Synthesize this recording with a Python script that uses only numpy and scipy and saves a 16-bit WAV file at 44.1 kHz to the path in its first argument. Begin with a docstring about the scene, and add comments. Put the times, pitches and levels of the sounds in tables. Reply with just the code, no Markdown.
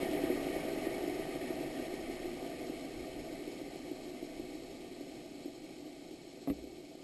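"""Camera on a climbing rocket

Turbulence shakes the camera housing and buffets it in dull thuds. Roar, port rumble and the rush
of air in the cavities die away with the air pressure, leaving a thin hiss. Near the end a double
clunk runs through the airframe, which hums on briefly. The camera's sample-and-hold adds sizzle."""
import sys
import numpy as np
from scipy import signal
from scipy.fft import rfft, irfft
from scipy.io import wavfile
from scipy.ndimage import uniform_filter1d

SR = 44100
rng = np.random.default_rng(int(sys.argv[2]) if len(sys.argv) > 2 else 0)


def transcribe(u):
    """Save the signal u as a 16-bit wav file named by the first command-line argument.

    u: samples, shape (n,) or (channels, n), limited to [-1, 1]; the rate is SR.
    q: integer samples, one column per channel.
    """
    v = np.clip(np.atleast_2d(u).T, -1, 1)
    q = np.round(v * 32767).astype(np.int16)
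    wavfile.write(sys.argv[1], SR, q)


N = 310023

# hiss spectrum: f/Hz, width/Hz, level/dB
HISS_BANDS = [(827, 63, -0.5), (2454, 270, -5), (3170, 340, -3.5), (3845, 27, -1.5), (4230, 340, -0.5),
              (4820, 200, -6.5), (5300, 190, -2.5), (5700, 580, -7)]
# rumble spectrum at the microphone port: f/Hz, width/Hz, level/dB
PORT_BANDS = [(21.8, 6.8, 4.5), (54, 49, -2)]
# gusts: centre t/s, length/s, rise/dB
GUST_SWELLS = [(2.1, 0.83, 3), (3, 0.12, 13), (3.165, 0.18, 14), (3.305, 0.12, 6), (4.42, 0.14, 10),
               (4.56, 0.099, 6), (4.7, 0.093, 9)]
# cavity resonances: f/Hz, width/Hz, start level/dB, extra fade/(dB/s)
CAVITY_MODES = [(1202, 93, -2.5, 0), (1540, 132, -8, 0.1), (1857, 89, 2.5, 1.2), (2075, 96, 0, 0),
                (2232, 72, 2, -0.34), (2526, 170, -3.5, -0.05), (3040, 420, -6.5, 0), (3720, 67, -12, -1),
                (4120, 370, -22, -2), (5320, 580, -16, 0)]
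# airframe knocks: t/s, thud level/dB, thud edge/Hz, tick level/dB, tick edge/Hz
FRAME_KNOCKS = [(6.4734, -26, 620, -41, 1500), (6.4807, -26, 725, -62, 900), (6.4878, -28, 560, -51, 2600),
                (6.499, -19, 437, -41.5, 3800), (6.5087, -26, 430, -66, 900), (6.5166, -30, 430, -70, 900)]
# contact tick spectrum: f/Hz, width/Hz, level/dB
TICK_BANDS = [(1190, 120, -6), (2200, 290, -4), (3520, 740, -10)]
# airframe modes: f/Hz, level/dB, t60/s
AIRFRAME_MODES = [(173, -17.5, 0.18), (269, -26, 0.14), (292.4, -4, 0.079), (398, -17.5, 0.09),
                  (495, -8, 0.05), (650, -4.5, 0.03), (777, -19, 0.07)]
# bending modes of the long body: f/Hz, level/dB, t60/s
BENDING_MODES = [(55.7, -40, .15), (58.5, -55, .95), (61.9, -50, .95)]
# housing wall resonances: f/Hz, width/Hz, level/dB
WALL_MODES = [(161.6, 39, -12), (245, 6.3, -4), (297.6, 38, 0.46), (356.5, 19.2, 0), (397.4, 15.5, -3.5),
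              (502.5, 45, -9), (582, 27, -15.5), (646.8, 29.7, -7), (695.3, 11.6, -10), (748, 75, -14),
              (920, 84, -31)]
# buffets on the housing: t/s, relative level/dB, upper edge/Hz
BUFFET_BLOWS = [(0.029, 18, 535), (0.236, 17.5, 540), (0.3, 19, 560), (0.325, 12, 560), (0.467, 13.5, 750),
                (0.562, 16, 780), (0.65, 15.5, 620), (0.868, 21.5, 470), (1.038, 11.5, 600),
                (1.077, 16.5, 560), (1.195, 16, 600), (1.357, 13.5, 600), (1.503, 16, 500),
                (1.606, 16, 546), (1.793, 15.5, 540), (1.937, 17.5, 560), (2.096, 17, 560),
                (2.254, 13.5, 480), (2.425, 14.5, 480), (2.696, 18.5, 520), (2.846, 15.5, 500),
                (3.003, 15, 480), (3.475, 20, 480), (3.612, 14, 540), (3.66, 16.5, 480), (3.757, 14, 520),
                (3.913, 19, 535), (4.069, 13, 600), (4.226, 22, 560), (4.395, 20, 450), (4.55, 13, 560),
                (4.845, 13, 664), (5.007, 18.5, 500), (5.455, 23, 430), (5.479, 17.5, 557),
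                (5.854, 16.5, 450), (6.108, 13, 430), (6.137, 16, 500), (6.373, 18, 640), (6.586, 18, 480),
                (6.639, 18.5, 540), (6.671, 15, 540), (6.695, 15, 420), (6.781, 15.5, 660),
                (6.951, 17.5, 640)]

TIME_S = np.arange(N) / SR


def from_db(db):
    """Decibels to gain."""
    return 10 ** (np.asarray(db) / 20)


def unit_rms(x):
    """Scale to rms 1."""
    return x / np.sqrt(np.mean(x ** 2) + 1e-20)


def low_pass(x, hz, order=2):
    """Butterworth low-pass."""
    return signal.sosfilt(signal.butter(order, hz, fs=SR, output="sos"), x)


def drift(rate_hz):
    """Slow random curve, rms about 1."""
    hop, settle = 40, 2000
    pole = np.exp(-2 * np.pi * rate_hz * hop / SR)
    noise = rng.standard_normal(N // hop + settle + 2)
    slow = signal.lfilter([1], [1, -2 * pole, pole * pole], noise)[settle:]
    return np.interp(np.arange(N) / hop, np.arange(len(slow)), unit_rms(slow))


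def response(bands, size=8192):
    """Unit-energy impulse response of steep-sided resonances."""
    hz = np.arange(size // 2 + 1) * SR / size
    power = sum(from_db(db) ** 2 / (1 + ((hz - centre_hz) / width_hz) ** 2) ** 2
                for centre_hz, width_hz, db in bands)
    cepstrum = irfft(np.log(power + 1e-14) / 2)
    cepstrum[1:size // 2] *= 2  # fold to minimum phase
    cepstrum[size // 2 + 1:] = 0
    impulse = irfft(np.exp(rfft(cepstrum)))
    return impulse / np.sqrt(np.sum(impulse ** 2))


def convolve(force, impulse):
    """Convolution cut to N samples."""
    return signal.fftconvolve(force, impulse)[:N]


def click(at_s, level_db):
    """Single-sample impulse."""
    force = np.zeros(N)
    force[round(at_s * SR)] = from_db(level_db)
    return force


def soft_push(at_s, level_db, low_hz, high_hz):
    """Padded blow: a band-passed click."""
    band = signal.butter(2, [low_hz, high_hz], "band", fs=SR, output="sos")
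    return signal.sosfilt(band, click(at_s, level_db) + 1e-18)


def ring(force, hz, t60_s):
    """One mode: a unit click starts a decaying unit sine."""
    radius = from_db(-60 / (t60_s * SR))
    angle = 2 * np.pi * hz / SR
    return signal.lfilter([0, np.sin(angle)], [1, -2 * radius * np.cos(angle), radius ** 2], force + 1e-18)


def turbulence(swell_db, rate_hz):
    """White pressure noise that swells and sags as eddies pass."""
    return unit_rms(rng.standard_normal(N) * from_db(swell_db * drift(rate_hz)))


def steady(x, share, window_s=0.02):
    """Partly level short swells toward the half-second mean power."""
    power = uniform_filter1d(x ** 2, round(window_s * SR)) + 1e-20
    mean_power = uniform_filter1d(power, SR // 2)
    return x * (mean_power / power) ** (share / 2)


def hull_echo(x, level_db, delay_s):
    """One short reflection inside the hull ripples the spectrum."""
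    return x + from_db(level_db) * np.pad(x, (round(delay_s * SR), 0))[:N]


def hiss(start_db, fade_db_per_s):
    """Thin, even hiss, fading slowly."""
    gain = from_db(start_db - fade_db_per_s * TIME_S)
    return convolve(gain * turbulence(swell_db=0.78, rate_hz=21), response(HISS_BANDS))


def gusts_db():
    """Each gust lifts the level in a half-cosine arch."""
    return sum(rise_db * np.cos(np.pi * np.clip((TIME_S - centre_s) / length_s, -0.5, 0.5))
               for centre_s, length_s, rise_db in GUST_SWELLS)


def port_rumble(level_db):
    """Slow pressure lumps at the microphone port, swelling in gusts."""
    pressure = from_db(level_db + gusts_db()) * rng.standard_normal(N)
    return convolve(pressure, response(PORT_BANDS))


def cavity_rush(level_db):
    """Fine turbulence excites the cavities; each flares and fades on its own."""
    rush = np.zeros(N)
    for hz, width_hz, start_db, fade_db_per_s in CAVITY_MODES:
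        cavity = convolve(turbulence(swell_db=1.67, rate_hz=17), response([(hz, width_hz, 0)]))
        rush += from_db(start_db - fade_db_per_s * TIME_S) * np.sqrt(width_hz) * cavity
    return from_db(level_db) * unit_rms(rush)


def body_hum(waver_db):
    """The hardest knock bends the long body; its close modes beat and waver."""
    hardest_s = max(FRAME_KNOCKS, key=lambda knock: knock[1])[0]
    hum = sum((-1) ** k * ring(click(hardest_s, db), hz, t60_s)
              for k, (hz, db, t60_s) in enumerate(BENDING_MODES))
    return hum * from_db(waver_db * drift(rate_hz=25))


def contact_ticks(t60_s, rise_s=0.002, lead_s=0.0015):
    """Each knock touches with a soft noise burst just ahead of its thud."""
    age_s = np.arange(SR // 10) / SR
    envelope = np.minimum(age_s / rise_s, 1) * from_db(-60 * age_s / t60_s)
    burst = envelope * rng.standard_normal(len(age_s))
    touches = sum(low_pass(click(at_s - lead_s, tick_db), edge_hz)
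                  for at_s, _, _, tick_db, edge_hz in FRAME_KNOCKS)
    return convolve(convolve(touches, burst), response(TICK_BANDS))


def frame_thuds():
    """Padded knocks ring the airframe modes."""
    force = sum(soft_push(at_s, thud_db, low_hz=198, high_hz=edge_hz)
                for at_s, thud_db, edge_hz, _, _ in FRAME_KNOCKS)
    frame = sum(ring(force * from_db(db), hz, t60_s) for hz, db, t60_s in AIRFRAME_MODES)
    return low_pass(frame, hz=890, order=4)


def buffets(level_db):
    """Single blows of air thud on the housing walls."""
    walls = response(WALL_MODES)
    force = sum(soft_push(at_s, db, low_hz=218, high_hz=edge_hz) for at_s, db, edge_hz in BUFFET_BLOWS)
    return -convolve(from_db(level_db) * force, walls / np.abs(walls).max())


def housing_roar(level_db, tilt_db_per_db, gust_share):
    """Eddies shake the walls. Stronger flow favours small, bright ones; gusts feed the large."""
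    eddies = from_db(level_db) * turbulence(swell_db=0.86, rate_hz=27)
    large = low_pass(eddies, hz=482, order=1)
    small = eddies - large
    tilt = from_db(tilt_db_per_db * (level_db - np.mean(level_db)))
    pressure = large / tilt * from_db(gust_share * gusts_db()) + small * tilt
    return steady(convolve(pressure, response(WALL_MODES)), share=0.2)


def scene():
    """Mono mix inside the housing; the flow weakens as the air thins."""
    start_db, thinning_db_per_s = -37.5, 2.5
    flow_db = start_db - thinning_db_per_s * TIME_S
    relative_db = flow_db - np.mean(flow_db)
    roar = housing_roar(flow_db + 1.5, tilt_db_per_db=0.41, gust_share=0.15)
    rumble = port_rumble(-63.5 + 1.03 * relative_db)
    clunk = frame_thuds() + contact_ticks(t60_s=0.043) + body_hum(waver_db=3.5)
    rush = cavity_rush(-58 + 1.17 * relative_db)
    air = hull_echo(rush + hiss(start_db=-55, fade_db_per_s=0.98), level_db=-21.5, delay_s=0.00265)
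    return (air + rumble + clunk + buffets(flow_db - 1) + roar)[None]


def fade_treble(x, edge_hz, start_db, fade_db_per_s):
    """The band above edge_hz fades out over the first seconds, slightly dulling the whole sound."""
    top = signal.sosfilt(signal.butter(10, edge_hz, "high", fs=SR, output="sos"), x)
    return low_pass(x, edge_hz, order=16) + top * from_db(start_db - fade_db_per_s * TIME_S)


def record(dry, clock_hz=12000, anti_alias_hz=5850, notch_width_hz=300, cutoff_hz=14400):
    """Sample-and-hold mirrors the sound into the treble; circuit noise and a clock notch are added, and the
    topmost band fades out over the first seconds."""
    anti_alias = signal.ellip(8, 0.2, 60, anti_alias_hz, fs=SR, output="sos")
    samples = signal.resample_poly(signal.sosfilt(anti_alias, dry), clock_hz, SR, axis=1)
    steps = np.repeat(samples, 4, axis=1)
    held = signal.resample_poly(steps, SR, 4 * clock_hz, axis=1)[:, :N]
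    circuit_noise = from_db(-68.5) * low_pass(rng.standard_normal(N), hz=6800)
    notch = signal.iirnotch(clock_hz, clock_hz / notch_width_hz, fs=SR)
    notched = signal.lfilter(*notch, held + circuit_noise)
    dulled = fade_treble(notched, edge_hz=12950, start_db=-3.5, fade_db_per_s=5.5)
    return signal.sosfilt(signal.ellip(10, 0.2, 80, cutoff_hz, fs=SR, output="sos"), dulled)


dry = scene()
out = record(dry)
transcribe(out)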